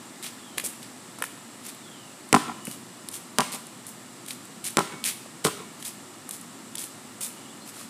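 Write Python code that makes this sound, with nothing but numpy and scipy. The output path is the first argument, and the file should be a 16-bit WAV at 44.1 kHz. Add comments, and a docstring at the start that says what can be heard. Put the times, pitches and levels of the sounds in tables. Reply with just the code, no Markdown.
"""Ball and sandals on a drive

A rubber ball bounces on a concrete drive: spikes, fizz and ringing modes of its air and shell.
Loose sandals slap (ticks and hollow claps) and scuff (grainy hiss) between the bounces.
The house wall gives one echo, the yard and trees a longer noise tail; faint high tones follow some bounces.
Behind lie shaped noise for far traffic, leaves and insects, and a distant bird's gliding whistles."""
import sys
import numpy as np
from scipy import signal
from scipy.fft import rfft, irfft, next_fast_len
from scipy.io import wavfile
from scipy.ndimage import map_coordinates

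SR = 44100
rng = np.random.default_rng(int(sys.argv[2]) if len(sys.argv) > 2 else 0)


def linear_from_db(decibels):
    """Turn decibels (scalar or array-like) into linear amplitude factors; 0 gives 1."""
    return 10 ** (np.asarray(decibels, float) / 20)


def to_wav(sig):
    """Store sig (one row per channel, or 1-D mono) as 16-bit WAV at the path in sys.argv[1].

    Samples outside -1..1 are clipped; the rate is SR.
    """
    pcm = np.clip(np.atleast_2d(sig), -1, 1) * 32767
    pcm = np.round(pcm).astype(np.int16)
    wavfile.write(sys.argv[1], SR, pcm.T)  # frames by channels


N = 348047  # length in samples

# Noise colours of far traffic and of leaves with insects, relative density: f/Hz, level/dB
TRAFFIC_COLOUR = [(12, -80), (20, -50), (32, -45), (48, -15.5), (81, -45), (102, -7.5), (162, -7.5),
                  (193, -6), (237, -1), (298, -6.5), (360, -7), (420, -15.5), (550, -43), (920, -120)]
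LEAVES_COLOUR = [(280, -22), (480, -1.5), (539, -2.5), (596, -2), (1370, -2), (1500, -8), (1750, -4.5),
                 (2660, -10), (2900, -6), (3120, -11), (3450, -8.5), (6600, -11.5), (7620, -4),
                 (15000, -24)]
# Ambience levels before their small wobble: t/s, traffic level/dB, leaves and insects level/dB
AMBIENCE_LEVELS = [(0, -48, -46.5), (2, -48.5, -47), (4, -47.5, -47), (6, -47.5, -47), (7.3, -47.5, -46.5),
                   (7.89, -47, -47)]
# Bird whistles, nominal level before the fuzz: t/s, length/s, from f/Hz, to f/Hz, level/dB
BIRD_WHISTLES = [(0.335, 0.31, 3900, 2840, -55), (1.78, 0.37, 3900, 2600, -54),
                 (7.26, 0.355, 2900, 2960, -58.5), (7.47, .06, 3200, 3500, -55),
                 (7.6, .07, 4000, 4400, -54)]
# Faint high tones after a bounce, level before its wobble: from t/s, to t/s, f/Hz, level/dB
THIN_TONES = [(2.517, 2.774, 2930, -53), (4.84, 5.2, 2230, -51), (5.5, 5.755, 2245, -59)]
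# Soles dragging on grit, nominal level; weight lifts the low part: t/s, level/dB, rise/s, hold/s, weight/dB
SCUFF_STROKES = [(0.221, -37, 0.019, 0.023, 8.5), (0.573, -36.5, .003, 0.01, 5),
                 (0.636, -27, 0.012, 0.014, -5.5), (0.818, -50, .0055, .015, 7),
                 (1.183, -56, .0044, 0.026, 11), (1.228, -44, .005, 0.024, 2),
                 (1.625, -39.5, 0.045, 0.021, 3), (2.646, -42.5, .01, 0.09, -0.5),
                 (3.114, -36, 0.025, 0.021, 0), (3.514, -35.5, 0.01, 0.025, 3),
                 (3.864, -42, .004, 0.028, -15), (4.273, -39.5, .011, 0.034, 2.5),
                 (4.637, -30, 0.024, 0.011, 2.5), (5.039, -27.5, 0.015, 0.034, 4.5),
                 (5.441, -27.5, .0023, 0.015, 6), (5.776, -47, .035, .02, 3),
                 (5.845, -35.5, .0045, 0.034, -1), (6.31, -39.5, .012, 0.032, -4),
                 (6.771, -36.5, .015, 0.059, -1), (7.207, -31.5, .004, 0.049, -2.5),
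                 (7.655, -44, .01, .03, 0.5), (7.727, -45.5, 0.03, 0.076, 4.5)]
# Noise colour of crushed grit, relative density: f/Hz, level/dB
GRIT_COLOUR = [(880, -19), (1500, -13.5), (2550, -6), (2810, -9), (3430, -6.5), (5780, -6.5), (9360, 1.5),
               (15000, -12.5)]
# Soles hitting heel or ground, and one low thud of the ball at 2.677 s:
# t/s, nominal tick peak level/dB, clap peak level/dB, clap pitch f/Hz
TAP_HITS = [(0.2268, -24.5, -31, 3400), (.575, -30, -26.5, 527), (0.5812, -10.5, -12.5, 2040),
            (.638, -33, -33, 440), (0.829, -31, -31.5, 3700), (1.186, -27, -32, 1100),
            (1.215, -42, -30, 486), (1.2223, -13, -15, 1800), (1.7467, -31.5, -45, 3700),
            (2.289, -31, -50, 4500), (2.6524, -21.5, -36, 3500), (2.67, -22, -27, 2200),
            (2.677, -45, -26, 236), (2.7126, -23, -29.5, 4500), (3.0865, -18, -25, 4030),
            (3.1138, -27, -50, 4000), (3.668, -29, -43, 4000), (3.8666, -23, -47, 4000),
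            (4.2623, -26, -34, 3600), (4.284, -22.5, -32, 3650), (4.307, -22, -22, 3780),
            (4.4533, -29.5, -47, 1800), (4.6414, -21.5, -31, 3500), (5.04, -13.5, -15.5, 4120),
            (5.26, -38, -36, 705), (5.8256, -24, -28.5, 4040), (5.8524, -24, -28, 4040),
            (6.2909, -17, -32.5, 1300), (6.3095, -17.5, -28.5, 4500), (6.4118, -26.5, -47, 4500),
            (6.754, -16, -25, 3460), (6.772, -35, -29, 5000), (6.7816, -22, -23.5, 4230),
            (6.8394, -22, -35, 3500), (7.208, -24, -35.5, 1050), (7.2504, -29, -46, 4000),
            (7.77, -45, -37, 1300), (7.81, -45, -36, 1100)]
# Noise colour of the tick, relative density: f/Hz, level/dB
TICK_COLOUR = [(1200, -52), (2500, -29), (5000, -12.5), (9000, 8), (12000, -1), (15000, -12), (20000, -40)]
# Cupped air under the sole: pitch/ratio to clap pitch, bandwidth/ratio to clap pitch, level/dB
SOLE_CUP = [(.55, 0.26, -3), (1, 0.49, 8), (1.55, 0.95, -11.5)]
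# Wall echo of the taps as the feet move about: t/s, level/dB
FEET_ECHO_LEVELS = [(0, -7.5), (1.3, -4.5), (1.7, -16), (4.3, -24), (7.89, -21)]
# Bounces: landing t/s, slap level/dB, contact/s, landing shell thump level/dB, lift-off air ring level/dB
BALL_BOUNCES = [(2.3284, 2.5, .0143, -12, -4.5), (3.3857, 1.5, 0.011, -22, -19),
                (4.7709, 0, .0133, -16.5, -12.5), (5.45, -3, 0.014, -15, -22)]
# Ringing modes of the air inside the ball, relative level: f/Hz, level/dB, t60/s
AIR_MODES = [(590, -4.5, 0.026), (760, 0, 0.013), (836, 2, 0.018), (1001, -12, .13), (1037, 3, 0.024),
             (957, -29, 0.14), (1152, -9.5, 0.068), (1310, -1, 0.039), (1520, -13, 0.016),
             (1740, -12, 0.028), (2540, -15, 0.014)]
# Ringing modes of the rubber shell, relative level: f/Hz, level/dB, t60/s
SHELL_MODES = [(111, -6, 0.044), (180.3, -6.5, 0.11), (227.4, 3, 0.062), (313, 8, 0.022), (400, 1.5, 0.05),
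               (500, -3.5, 0.025)]
# Noise colour of the fizz with a slap, relative density: f/Hz, level/dB
FIZZ_COLOUR = [(880, -62), (1500, 11.5), (5300, 4.5), (6810, 4), (7790, 12.5), (8830, -6.5), (10400, 11.5),
               (15000, -69)]
# Diffuse yard tail, relative level: f/Hz, t60/s, level/dB
YARD_BANDS = [(150, 0.99, -16.5), (400, 0.36, -14), (1010, 0.75, -16.5), (1590, 0.59, -11.5),
              (2930, 0.62, -7), (7800, 0.56, -9), (15000, 0.4, -6)]
# Late echoes from the trees, relative level: delay t/s, level/dB
TREE_ECHOES = [(.125, -35.5), (0.142, -40), (.152, -28.5)]

GLIDE_BEND, SWELL_POWER = 0.72, 0.48  # exponents: glide slows towards the end; roundness of the swell
SCUFF_FADE_S = 0.15  # t60 as the sole lifts
TICK_DB = -5.5  # rms of the tick under its nominal peak
CLAP_S, CLAP_CYCLES = 0.012, 2.7  # t60 of a clap: a shortest time plus some cycles of its pitch
WALL_S, WALL_DB, FEET_WALL_S = .0203, -6.5, .0168  # wall echo: ball delay and level, tap delay
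SQUASH_SHARE = .45  # deepest squash, as a share of the contact time
LAND_AIR_DB, SQUASH_AIR_DB = -24.5, -22  # air ring under the slap
SQUASH_THUMP_DB = -4  # squash thump under the landing thump
LIFT_SLAP_DB, LIFT_THUMP_DB = -7, -7  # peel-off slap and shell under the lift-off air ring
FIZZ_DB = -15  # fizz under its slap
SPIKE_HZ, SPIKE_T60_S = 8800, .0012  # air squeezed from the contact patch whistles briefly
SPIKE_RING, SPIKE_PUSH = 1.69, -1.08  # gains of the whistle and of the suction pulse under it
TREES_TOP_HZ = 3200  # foliage dulls the late echoes above this


def unit(x):
    """Scales to rms 1."""
    return x / np.sqrt(np.mean(x ** 2) + 1e-20)


def along(points, hz):
    """Reads a curve of (Hz, value) points on a log frequency axis."""
    f, v = np.transpose(points)
    return np.interp(np.log(hz + 1), np.log(f + 1), v)


def filtered(x, response):
    """Filters x by a response given as a function of frequency."""
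    m = next_fast_len(len(x) + 8192)
    spectrum = rfft(x, m) * response(np.fft.rfftfreq(m, 1 / SR))
    return irfft(spectrum, m)[:len(x)]


def noise(colour, size=N):
    """Coloured noise of rms 1."""
    white = rng.standard_normal(size)
    return unit(filtered(white, lambda hz: linear_from_db(along(colour, hz))))


def wobble(rate):
    """A smooth random curve through rate knots a second."""
    knots = rng.standard_normal(int(N * rate / SR) + 4)
    return map_coordinates(knots, [np.arange(N) * rate / SR])


def add(track, s, sound):
    """Mixes a sound into the track at s seconds."""
    part = track[round(s * SR):][:len(sound)]
    part += sound[:len(part)]


def ring(modes, t, scatter_db, attack):
    """Decaying modes, struck at slightly new strengths and phases each time."""
    tones = np.zeros(len(t))
    for hz, db, t60 in modes:
        decay = linear_from_db(db + scatter_db * rng.normal() - 60 * t / t60)
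        tones += decay * np.sin(2 * np.pi * hz * t + 0.56 * rng.normal())
    return tones * (1 - np.exp(-t / attack))


def ambience():
    """Low traffic drone that swells unevenly, under a smooth hiss of leaves and insects."""
    t = np.arange(N) / SR
    s, traffic_db, leaves_db = np.transpose(AMBIENCE_LEVELS)
    drone = linear_from_db(np.interp(t, s, traffic_db) + 0.32 * wobble(11.0)) * noise(TRAFFIC_COLOUR)
    hiss = linear_from_db(np.interp(t, s, leaves_db) + 0.082 * wobble(4.29)) * noise(LEAVES_COLOUR)
    return drone + hiss


def bird():
    """Far gliding whistles, smeared by the trees into a fuzzy band."""
    out, t = np.zeros(N), np.arange(N) / SR
    for s, length, from_hz, to_hz, db in BIRD_WHISTLES:
        done = np.clip((t - s) / length, 0, 1)
        glide_hz = from_hz + (to_hz - from_hz) * done ** GLIDE_BEND
        phase = 2 * np.pi * np.cumsum(glide_hz) / SR
        swell = linear_from_db(db) * np.abs(np.sin(np.pi * done)) ** SWELL_POWER * (done < 1)
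        # random weights on both quadratures widen the tone into a band
        out += swell * (wobble(330) * np.sin(phase) + wobble(330) * np.cos(phase))
    return out


def thin_tones():
    """Faint pure tones, wavering in level and phase, that swell and fade after some bounces."""
    out, t = np.zeros(N), np.arange(N) / SR
    for start, end, hz, db in THIN_TONES:
        done = np.clip((t - start) / (end - start), 0, 1)
        swell = np.sin(np.pi * done) ** .5
        tone = np.sin(2 * np.pi * hz * t + .6 * wobble(30))
        out += linear_from_db(db + 3.2 * wobble(30)) * swell * tone
    return out


def scuffs():
    """Grit crushed under a dragging sole: hiss with spiky grains; weight sets its low part."""
    bright, heavy, t = np.zeros(N), np.zeros(N), np.arange(SR // 2) / SR
    for s, db, rise, hold, weight_db in SCUFF_STROKES:
        fade = linear_from_db(db - 60 * np.maximum(t - rise - hold, 0) / SCUFF_FADE_S)
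        stroke = fade * np.minimum(t / rise, 1)
        add(bright, s, stroke)
        add(heavy, s, stroke * linear_from_db(weight_db))
    grains = linear_from_db(3.3 * wobble(1500) + 1.5 * wobble(120))
    hiss = noise(GRIT_COLOUR)
    low = filtered(hiss, lambda hz: 1 / (1 + (hz / 5500) ** 6))
    return (bright * (hiss - low) + heavy * low) * unit(grains)


def sole_cup(f, pitch):
    """Response of the air cupped under a sole: resonances of alternating sign, dulled above."""
    total = 0
    for k, (ratio, width, db) in enumerate(SOLE_CUP):
        damping = 1j * f * width
        total = total + (-1) ** k * linear_from_db(db) * damping / (pitch * ratio ** 2 - f * f / pitch + damping)
    return total / (1 + 1j * f / (2.0 * pitch)) ** 2


def taps():
    """Sandal slaps, and one ball thud made alike: a gritty tick plus a hollow clap, echoed by the wall."""
    out, t = np.zeros(N), np.arange(SR // 20) / SR
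    for s, tick_db, clap_db, pitch in TAP_HITS:
        tick_shape = linear_from_db(tick_db + TICK_DB - 60 * t / 0.016) * np.minimum(t / 0.00088, 1)
        tick = tick_shape * noise(TICK_COLOUR, size=len(t))
        burst = linear_from_db(-60 * t / (CLAP_S + CLAP_CYCLES / pitch)) * rng.standard_normal(len(t))
        clap = filtered(burst, lambda f: sole_cup(f, pitch))
        tap = tick + linear_from_db(clap_db) * clap / np.abs(clap).max()
        echo_db = np.interp(s, *np.transpose(FEET_ECHO_LEVELS))
        add(out, s, tap)
        add(out, s + FEET_WALL_S, linear_from_db(echo_db) * tap)
    return out


def ball():
    """Landing and lift-off send a spike and fizz; they and the squash ring the air and shell."""
    body, fizz, t = np.zeros(N), np.zeros(N), np.arange(SR) / SR
    suction = SPIKE_PUSH * t / .00004 * np.exp(1 - t / .00004)
    whistle = SPIKE_RING * ring([(SPIKE_HZ, 0, SPIKE_T60_S)], t, scatter_db=3, attack=.0001)
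    spike = suction + whistle
    for land, db, contact, thump, lift_db in BALL_BOUNCES:
        squash = land + SQUASH_SHARE * contact
        # time, slap dB, air ring dB, shell thump dB; the squash has no slap
        stages = [(land, db, db + LAND_AIR_DB, thump),
                  (squash, -np.inf, db + SQUASH_AIR_DB, thump + SQUASH_THUMP_DB),
                  (land + contact, lift_db + LIFT_SLAP_DB, lift_db, lift_db + LIFT_THUMP_DB)]
        for s, slap_db, air_db, thump_db in stages:
            fizz_decay = linear_from_db(slap_db + FIZZ_DB - 60 * t / 0.014)
            add(fizz, s + 0.00024, fizz_decay * noise(FIZZ_COLOUR, size=SR))
            air = linear_from_db(air_db) * ring(AIR_MODES, t, scatter_db=2.5, attack=0.00054)
            shell = linear_from_db(thump_db) * ring(SHELL_MODES, t, scatter_db=1.5, attack=0.0021)
            add(body, s, linear_from_db(slap_db) * spike + air + shell)
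    wall = round(WALL_S * SR)
    return [x + linear_from_db(WALL_DB) * np.pad(x, (wall, 0))[:N] for x in (body, fizz)]


def yard(x, tail_db, trees_db):
    """A diffuse tail whose bands die at their own speed, with smeared echoes off trunks."""
    hz, t, z = signal.stft(unit(rng.standard_normal(SR)) / np.sqrt(SR), SR, nperseg=256)
    t60 = along([(f, decay) for f, decay, _ in YARD_BANDS], hz)[:, None]
    level_db = along([(f, db) for f, _, db in YARD_BANDS], hz)[:, None]
    even_energy = np.sqrt(6 * np.log(10) / t60)  # makes the level independent of the decay time
    shaped = z * linear_from_db(level_db - 60 * t / t60) * even_energy
    tail = signal.istft(shaped, SR, nperseg=256)[1][:SR]
    answer = linear_from_db(tail_db) * np.pad(tail, (round(0.014 * SR), 0))[:SR]
    smear_t = np.arange(SR // 20) / SR
    for delay, db in TREE_ECHOES:
        smear = noise([(TREES_TOP_HZ, 0), (20000, -24)], size=SR // 20) * linear_from_db(-60 * smear_t / 0.026)
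        add(answer, delay, linear_from_db(db + trees_db) * smear / np.linalg.norm(smear))
    return signal.fftconvolve(x, answer)[:N]


def scene():
    """Ball, taps and scuffs in the yard over the ambience; each bounce gets a fresh yard response."""
    body, fizz = ball()
    steps = taps() + scuffs()
    slot = np.floor(np.arange(N) / SR - .3)  # one-second slots, one bounce in each used below
    wet = yard(steps, tail_db=-3.5, trees_db=0.0)
    for k in (2, 3, 4, 5):
        wet += yard(body * (slot == k), tail_db=0.4, trees_db=1.0)
    mix = body + fizz + steps + wet + thin_tones() + bird() + ambience()
    return mix[None]


def band_limit(x):
    """A steep low-pass at the top of the band."""
    return signal.sosfilt(signal.butter(12, 16480, fs=SR, output="sos"), x)


def record(dry):
    """The small microphone drops the deep bass and cannot pass full scale; little is left above 15.3 kHz."""
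    def response(hz):
        bass_cut = (1j * hz / (1j * hz + 70)) ** 2
        nearly_empty_top = np.where(hz < 15300, 1, linear_from_db(-27))
        return bass_cut * nearly_empty_top
    mix = np.clip(filtered(dry[0], response), -1, 1)[None]
    return band_limit(mix)


dry = scene()
out = record(dry)
to_wav(out)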